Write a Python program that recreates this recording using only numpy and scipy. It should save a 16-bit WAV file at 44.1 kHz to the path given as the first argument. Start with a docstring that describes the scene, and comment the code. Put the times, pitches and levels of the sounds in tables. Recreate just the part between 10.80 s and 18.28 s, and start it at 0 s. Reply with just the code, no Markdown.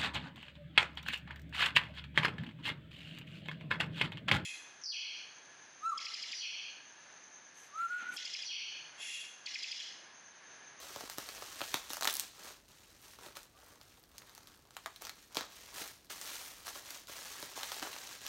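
"""In a small kitchen, a parcel in bubble wrap is picked at, snipped and turned over on a wooden table.
The rustle is dense trains of tiny filtered clicks, the buckles of the film, that follow the hands.
Creases, tape and cut bubbles snap: a flurry of slips in the film, then a short ring of the air cells.
Bumps excite decaying modes of the table top, a blade draws one faint squeak, and sparse echoes
and coloured noise give the room's answer and its quiet."""
import sys
import numpy as np
from scipy import signal
from scipy.fft import rfft, irfft
from scipy.io import wavfile
from scipy.ndimage import uniform_filter1d

SR = 44100
rng = np.random.default_rng(int(sys.argv[2]) if len(sys.argv) > 2 else 0)


def dump_mix(stems):
    """Bounce the given channels to the path in sys.argv[1] as a 16-bit WAV at rate SR."""
    frames = np.atleast_2d(stems).T  # one column per channel
    limited = np.clip(frames, -1, 1)  # hard clip at full scale
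    pcm = np.round(limited * 32767).astype(np.int16)
    wavfile.write(sys.argv[1], SR, pcm)


N = 329868
TIME = np.arange(N) / SR

# The loudest snaps of the plastic, each a crack of film and a ring of air cells; levels before the trims:
# start_s [s], crack_db [dB], crack_centre_hz [Hz], ring_db [dB], ring_hz [Hz]
SNAPS = [(.161, -39, 4400, -34, 800), (.208, -40.5, 4930, -38, 800), (0.2986, -35, 5800, -37.5, 1700),
         (.3837, -31.5, 5160, -35.5, 1170), (0.489, -36, 3540, -42, 980), (.58, -49, 4200, -42, 880),
         (0.623, -48, 4200, -37.5, 1020), (.807, -42.5, 3400, -33.5, 1080),
         (0.8158, -32, 3230, -30.5, 1070), (0.9421, -23.5, 3600, -24.5, 1020),
         (1.1039, -36, 4980, -37, 1030), (1.1334, -31, 5300, -36, 1160), (1.1696, -35, 6600, -34.5, 1060),
         (1.2105, -31.5, 6140, -34.5, 1320), (1.224, -32.5, 5640, -28.5, 1060),
         (1.232, -28, 5500, -55, 1200), (1.246, -27, 5300, -34, 930), (1.2538, -29, 5870, -25.5, 1340),
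         (1.274, -22.5, 4630, -25, 1380), (1.2762, -24.5, 4400, -25, 1330), (1.2982, -29, 4850, -41, 1130),
         (1.308, -30, 6330, -51, 1340), (1.3284, -32, 9200, -61, 1340), (1.34, -28, 7600, -53, 1130),
         (1.3538, -29.5, 7950, -46, 1670), (1.3684, -29.5, 7400, -57, 1320),
         (1.3969, -22.5, 8000, -40, 1650), (2.3878, -55, 3800, -45, 900), (2.463, -47.5, 3820, -48, 1220),
         (2.5694, -40, 4400, -39, 970), (2.6317, -46.5, 6900, -77, 1040), (3.0133, -49, 4570, -54.5, 1220),
         (3.238, -54, 4980, -62.5, 1200), (3.3818, -39.5, 5420, -52, 1580), (3.42, -56, 4000, -48.5, 1500),
         (3.495, -50.5, 4300, -55, 1235), (3.5508, -46, 6000, -63, 1550), (3.5788, -46, 5330, -46.5, 1580),
         (3.6726, -47, 4880, -62, 1100), (3.853, -60, 3930, -54.5, 1070), (3.9075, -51, 5190, -52, 1330),
         (3.9671, -37.5, 4260, -37.5, 1320), (4.0603, -36.5, 4320, -31.5, 1160),
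         (4.1612, -43.5, 4360, -58, 990), (4.2211, -40, 6800, -43, 780), (4.2513, -38, 5100, -65, 1080),
         (4.2694, -40, 5300, -40.5, 1410), (4.2948, -36.5, 4050, -42, 1370),
         (4.5473, -37.5, 4090, -51, 920), (4.5555, -39, 4870, -40, 1040), (4.5697, -25, 3230, -30.5, 820),
         (4.579, -36, 3220, -42, 1290), (4.609, -36.5, 4070, -33, 1400), (5.0774, -40, 5660, -48, 1525),
         (5.247, -54, 7900, -60, 1300), (5.4141, -35, 6100, -45, 1200), (5.8695, -39, 6700, -41.5, 1150),
         (5.8799, -42, 4300, -37, 1130), (6.1059, -37.5, 5590, -62, 1600), (6.272, -45, 4580, -65, 1400),
         (6.627, -39, 4360, -38.5, 970), (6.7764, -47, 4700, -36.5, 860), (6.8324, -32, 4940, -34, 1110),
         (6.9183, -34.5, 4040, -35, 890), (6.9438, -38.5, 4200, -53, 1000), (6.966, -48, 5500, -42, 695),
         (6.9963, -39, 4420, -43.5, 1380), (7.0269, -34.5, 3280, -32, 1360), (7.072, -52, 3970, -35, 800),
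         (7.13, -40.5, 2580, -43, 1420), (7.1635, -44, 3000, -41, 900), (7.465, -33, 4500, -45, 1720)]


def amp(db):
    """A level in decibels is twenty times the logarithm of the amplitude gain."""
    return 10 ** (np.asarray(db) / 20)


def evened(x):
    """Normalises mean power: scales to an rms of one."""
    return x / np.sqrt(np.mean(x ** 2) + 1e-20)


def burst(x):
    """Normalises energy: scales a short sound to that of two milliseconds at an rms of one."""
    return x * np.sqrt(.002 * SR) / np.linalg.norm(x)


def read(points, hz):
    """Interpolates a curve over frequency on a logarithmic axis, as hearing spaces pitch."""
    point_hz, value = np.transpose(points)[:2]
    return np.interp(np.log(hz + 1), np.log(point_hz + 1), value)


def add(mix, s, sound):
    """Superposition: adds a sound into the mix at a time in seconds."""
    part = mix[max(round(s * SR), 0):][:len(sound)]
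    part += sound[:len(part)]


def click(gain_db, size=1024):
    """Minimum phase: the shortest causal click with the spectrum gain_db(hz)."""
    hz = abs(np.fft.fftfreq(size, 1 / SR))
    log_gain = np.log(amp(np.maximum(gain_db(hz), -90)))
    # the Hilbert transform of the log gain supplies the phase
    return np.fft.ifft(np.exp(np.conj(signal.hilbert(log_gain)))).real


def colour(x, points):
    """Linear filtering: convolves with the causal click of a spectrum."""
    return signal.oaconvolve(x, click(lambda hz: read(points, hz), size=4096))[:N]


def drift(rate_hz):
    """Low-passed noise: smooth chance of unit rms, changing at about the given rate."""
    hz = np.fft.rfftfreq(N, 1 / SR)
    spectrum = rfft(rng.standard_normal(N)) / (1 + (hz / rate_hz) ** 4)
    return evened(irfft(spectrum, N))


def gesture(start, rise, hold, fall_db_per_s):
    """Envelope of a movement: a linear rise, a hold and an exponential decay."""
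    t = TIME - start
    attack = np.clip(t / max(rise, .001), 0, 1)
    return attack * amp(-fall_db_per_s * np.clip(t - rise - hold, 0, 1))


def wake(s, level_db, fall_db_per_s=454):
    """Relaxation: power jumps at each snap and decays exponentially, quickly."""
    jumps = np.bincount(np.round(s * SR).astype(int), amp(level_db) ** 2, N)[:N]
    return signal.lfilter([1], [1, -amp(-fall_db_per_s / SR) ** 2], jumps)


def handling(stir_db=-22, stir_hollow_db=-14, stir_fizz_db=-2, release_db_per_s=169):
    """Incoherent sources add in power: grip, strokes and snap wakes drive creases, cells and skin."""
    # Movements of the hands that work the wrap; hollow rustle of the air cells and fizz of the film
    # are relative to the crinkle: start_s [s], rise_s [s], hold_s [s], crinkle_db [dB],
    # hollow_db [dB], fizz_db [dB]
    strokes = [(0.0, 0.0017, 0.26, -49.5, -3.5, -6.5), (.29, .01, 0.039, -51, -6, -4),
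               (0.369, 0.0085, 0.39, -49, -4.5, -6), (0.774, 0.018, .19, -46, -9, -6.5),
               (1.003, 0.026, 0.097, -54.5, -5, -5), (1.09, 0.0076, 0.052, -46.5, -13, -3),
               (1.22, 0.0105, 0.2, -47.5, -7.5, -8), (1.508, 0.17, .01, -48.5, -3, -6.5),
               (1.876, 0.0084, 0.3, -62, -7, -6.5), (2.175, 0.069, 0.089, -57.5, -5.5, -3),
               (2.37, 0.083, 0.0069, -52, 1, -5.5), (2.552, 0.0034, 0.0073, -50.5, -4.5, -5),
               (2.722, 0.097, 0.12, -62, 1.5, -4.5), (2.995, .01, 0.18, -65, -4, -5),
               (3.274, 0.084, 0.39, -64, -0.5, -5.5), (3.916, 0.027, 0.23, -62.5, -14, -7),
               (4.206, 0.0097, 0.033, -50.5, -1, -8), (4.333, 0.033, 0.078, -61, -9, -5.5),
               (4.547, 0.023, 0.018, -44.5, -0.5, -19), (4.494, 0.033, .03, -57.5, -2, -7),
               (4.656, 0.099, 0.2, -54, -7, -6.5), (4.913, 0.088, 0.013, -42, -3.5, -3.5),
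               (5.04, 0.028, 0.028, -54, -17, -3), (5.295, 0.0061, 0.016, -44, -5.5, -4),
               (5.306, 0.18, 0.076, -44, -7.5, -4), (5.562, 0.048, 0.076, -48.5, -7, -2),
               (5.69, 0.024, 0.16, -56, -4.5, -5), (5.847, 0.022, 0.013, -44, -8, -4),
               (5.925, 0.03, 0.014, -46, -4.5, -5), (6.015, 0.067, 0.084, -48.5, -5.5, -5),
               (6.272, .02, 0.36, -47.5, -6, -4.5), (6.67, .03, 0.091, -50.5, -3.5, -8),
               (6.749, .02, 0.21, -45, -6.5, -5.5), (7.017, 0.0045, .045, -44.5, -0.5, -7),
               (7.081, .04, 0.22, -48, -6, -6.5), (7.359, 0.11, .02, -45.5, -8, -9)]
    s, crack_db, _, ring_db, _ = np.transpose(SNAPS)

    # a snap sets off a brief rustle of the film and the air cells around it
    film = wake(s, crack_db + stir_db)
    cells = wake(s, ring_db + stir_hollow_db)
    power = np.array([film, cells, amp(stir_fizz_db) ** 2 * film])

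    # the wrap stirs faintly while it is only held: creases, cells, skin in dB
    power += amp([[-72], [-76.5], [-74]]) ** 2

    for start, rise, hold, level_db, hollow_db, fizz_db in strokes:
        shares = amp([level_db, level_db + hollow_db, level_db + fizz_db])
        # the film settles when a hand stops
        power += np.outer(shares, gesture(start, rise, hold, release_db_per_s)) ** 2
    return np.sqrt(power)


def buckles(spectrum, clumps, per_s, spread_db, facet_db, count=14):
    """Shot noise: a dense random train of uneven clicks, coloured by one of several facets of film."""
    chance, size, sign = rng.random(N), rng.standard_normal(N), rng.choice([-1., 1.], N)
    happens = chance < per_s / SR
    train = happens * sign * amp(spread_db * np.minimum(size, 2.3)) * clumps
    # level the local power here, so that the hands alone set it
    train /= np.sqrt(uniform_filter1d(train ** 2, size=3000).clip(1e-9))

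    facet, knots_hz = rng.integers(0, count, N), np.geomspace(150, SR / 2, num=22)
    ripples = facet_db * rng.standard_normal((count, len(knots_hz)))
    # together the facets keep the film's colour
    ripples -= 10 * np.log10(np.mean(amp(ripples) ** 2, axis=0))
    out = np.zeros(N)
    for k in range(count):
        ripple = np.column_stack([knots_hz, ripples[k]])
        tick = click(lambda hz: read(spectrum, hz) + read(ripple, hz))
        out += signal.oaconvolve(train * (facet == k), tick)[:N]
    return evened(out)


def crack(centre_hz, t, slip_cycles=3.8, slip_share=0.71, skirt_db=7.5, lowest_hz=1700):
    """Snap-through: film flips in a flurry of slips, lower and longer for a larger patch."""
    slips = slip_share * rng.standard_normal(len(t)) * np.exp(-t * centre_hz / slip_cycles)
    slips[0] = 1

    def gain_db(hz):
        octaves = np.log2((hz + 1) / centre_hz)
        hump_db = -skirt_db * np.log2(1 + octaves ** 2)
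        # a small patch radiates little bass
        leak_db = -10 * np.log10(1 + (lowest_hz / (hz + 1)) ** 4)
        return hump_db + leak_db

    return np.convolve(slips, click(gain_db, size=256))[:len(t)]


def cell_ring(hz, t, cycles=1.0, low_ratio=0.56, high_ratio=1.424, side_share=0.65):
    """Damped resonance: three neighbouring air cells ring for a few cycles each."""
    ratios = np.array([[low_ratio], [1], [high_ratio]])
    pitches = hz * ratios * np.exp(0.088 * rng.standard_normal((3, 1)))
    low, middle, high = np.sin(2 * np.pi * pitches * t) * np.exp(-t * pitches / cycles)
    # air pressure follows the rate of change
    return np.diff(middle - side_share * (high + low), prepend=0)


def ticks(level_db=-6.5, spread_db=0.5, centre_hz=4800, ring_db=-18.0, ring_hz=1200, count=240, size=300):
    """Random isolated snap-through: now and then a stiffer crease stands out of the rustle."""
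    out, t = np.zeros(N), np.arange(size) / SR
    times = rng.random(count) * N / SR
    chances = rng.standard_normal((count, 3)).clip(-2, 2)
    for when, (loud, bright, deep) in zip(times, chances):
        film = burst(crack(centre_hz * np.exp(0.8 * bright), t))
        cell = amp(ring_db) * burst(cell_ring(ring_hz * np.exp(0.15 * deep), t))
        add(out, when, amp(level_db + spread_db * loud) * (film + cell))
    return out


def crinkling(busy_db=-46, crowding=.35, tick_follow=0.39):
    """Buckling avalanches: clumped clicks stir creases, air cells and thin skin together."""
    # Colours of the three sizes of buckle, relative: frequency_hz [Hz], density_db [dB per Hz]
    crease_colour = [(500, -53.5), (1200, -15.5), (1650, -0.5), (2200, -2), (3200, -1.5), (4300, -2),
                     (6200, 2), (8000, -2.5), (11000, -27.5)]
    cell_colour = [(60, -40), (160, -11.5), (310, -3), (480, -2), (700, -1), (1050, 1.5), (1400, 1),
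                   (2000, -10.5), (4000, -31)]
    skin_colour = [(4000, -31), (7000, -17.5), (8500, 8.5), (12000, 0), (16000, -4.5)]

    effort, hollow, fizz = handling()
    relative = effort / amp(busy_db)
    pace = relative ** crowding  # gentle handling gives fewer, separate ticks
    stiff = amp(busy_db) * relative ** tick_follow  # stiff creases stand out most under a gentle hand
    clumps = amp(1.55 * drift(rate_hz=126) + 0.68 * drift(rate_hz=5.6))

    creases = amp(-2.0) * buckles(crease_colour, clumps, per_s=1700 * pace, spread_db=0.5, facet_db=3.0)
    cells = amp(-4.5) * buckles(cell_colour, clumps, per_s=700 * pace, spread_db=2.0, facet_db=6.5)
    skin = amp(-1.24) * buckles(skin_colour, clumps, per_s=3500 * pace, spread_db=3.5, facet_db=0.5)
    return effort * creases + stiff * ticks() + hollow * cells + fizz * skin


def snaps(crack_db=-1.0, ring_db=-3.5, settle_db=-12.5, settle_s=0.01, count=4, size=882):
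    """Sudden release and resonance: film cracks, shaken cells ring, the sheet settles in smaller cracks."""
    out, t = np.zeros(N), np.arange(size) / SR
    for s, sharp_db, sharp_hz, cell_db, cell_hz in SNAPS:
        add(out, s, amp(sharp_db + crack_db) * burst(crack(sharp_hz, t)))
        add(out, s, amp(cell_db + ring_db) * burst(cell_ring(cell_hz, t)))
        for wait in rng.exponential(1, count):
            settling = np.exp(-wait / 2) * burst(crack(sharp_hz, t))
            add(out, s + settle_s * wait, amp(sharp_db + settle_db) * settling)
    return out


def bumps(level_db=5.0, delay_s=0.00259, soft_s=0.0011, lowest_hz=150, size=8000):
    """Modal synthesis: cushioned blows ring the table top, and the deep bass below its modes is cut away."""
    # Parcel and blades bump the table; level before the trim and the bass cut: start_s [s], peak_db [dB]
    blows = [(0.161, -47), (0.209, -72), (0.235, -45), (0.38, -39.5), (0.814, -44), (0.941, -34.5),
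             (1.103, -46), (2.464, -49.5), (4.568, -37), (4.608, -46), (5.012, -46), (6.294, -49.5),
             (6.627, -45), (7.026, -45)]
    # Modes of the table top under the parcel, relative: frequency_hz [Hz], level_db [dB], t60_s [s]
    modes = [(154, -11, 0.0535), (206, -7, 0.051), (269, 0.5, 0.029), (323.9, 3.5, 0.03), (397, 7.5, 0.017),
             (528, -1.5, 0.041), (628, -4.5, 0.016)]

    out, t = np.zeros(N), np.arange(size) / SR
    for s, peak_db in blows:
        weights = amp(2.0 * rng.standard_normal(len(modes)))  # each spot favours other modes
        knock = np.zeros(size)
        for weight, (hz, db, t60) in zip(weights, modes):
            knock += weight * amp(db - 60 * t / t60) * np.cos(2 * np.pi * hz * t)
        knock *= 1 - np.exp(-t / soft_s)
        add(out, s + delay_s, amp(peak_db + level_db) * knock / abs(knock).max())
    return signal.sosfilt(signal.butter(2, lowest_hz, "highpass", fs=SR, output="sos"), out)


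def squeak(start_s=2.732, length_s=.066, from_hz=1130, to_hz=1250, waver=.018, level_db=-65):
    """Friction tone: the film squeaks faintly and unsteadily as the blade slides under it."""
    hz = np.linspace(from_hz, to_hz, round(length_s * SR))
    hz = hz * (1 + waver * drift(rate_hz=190)[:len(hz)])
    tone = np.sin(2 * np.pi * np.cumsum(hz) / SR)
    out = np.zeros(N)
    add(out, start_s, amp(level_db) * np.hanning(len(hz)) * tone)
    return out


def reflections(early_db=17.0, early_s=0.045, size=16000):
    """Reverberation: sparse echoes, strongest early from the nearby bench; each band decays at its own speed."""
    # Reverberation time: frequency_hz [Hz], t60_s [s]
    decay_times = [(200, 0.02), (700, 0.53), (1800, 0.7), (4600, 1.27), (14000, 0.54)]
    # Level against the direct sound: frequency_hz [Hz], level_db [dB]
    echo_levels = [(200, -7), (1200, -5), (4500, -6), (13000, -8.5)]

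    taps = rng.choice([-1., 1.], size) * (rng.random(size) < 4000 / SR)  # about 4000 echoes per second
    hz, t, z = signal.stft(taps, SR, nperseg=256)
    t60 = read(decay_times, hz)[:, None]
    fade = amp(early_db * np.exp(-t / early_s) - 60 * t / t60)
    fade *= amp(read(echo_levels, hz))[:, None] / np.sqrt(np.mean(fade ** 2, axis=1, keepdims=True))
    return signal.istft(z * fade, SR, nperseg=256)[1] / np.linalg.norm(taps)


def room(x, gap_s=0.0037, spots_per_s=55, count=6):
    """Position-dependent response: sound crossfades round several spots, each with its own echoes."""
    out = np.zeros(N)
    for k in range(count):
        away = abs((spots_per_s * TIME + k) % count - count / 2)
        share = np.cos(np.pi / 2 * np.minimum(away, 1))  # shares of all spots add up to constant power
        add(out, gap_s, signal.fftconvolve(x * share, reflections()))
    return out


def still_air(level_db=-68):
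    """Filtered white noise: the steady quiet of the room."""
    # Colour of the quiet, relative: frequency_hz [Hz], density_db [dB per Hz]
    air_colour = [(20, -33), (38, -1.5), (58, -1), (100, -4), (170, -7), (330, -7), (600, -13.5),
                  (1500, -19.5), (5000, -27), (16000, -37)]
    return amp(level_db) * evened(colour(rng.standard_normal(N), air_colour))


def scene():
    """Superposition of wrap, table and squeak, their reflections and the still room."""
    direct = crinkling() + snaps() + bumps() + squeak()
    return (direct + room(direct) + still_air())[None]


def record(dry, edge_hz=15900):
    """Linear transducer response: microphone colour, then a low-pass band limit."""
    # Colour of the microphone: frequency_hz [Hz], gain_db [dB]
    microphone = [(100, 0), (3400, -0.5), (4300, 1), (5000, -2.5), (6300, -3), (8500, -5), (10400, -5.5),
                  (11800, 0.5), (15500, 1)]
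    heard = colour(dry[0], microphone)
    low_pass = signal.firwin(511, edge_hz, window=("kaiser", 9), fs=SR)
    return signal.oaconvolve(heard, low_pass, "same")[None]


dry = scene()
out = record(dry)
dump_mix(out)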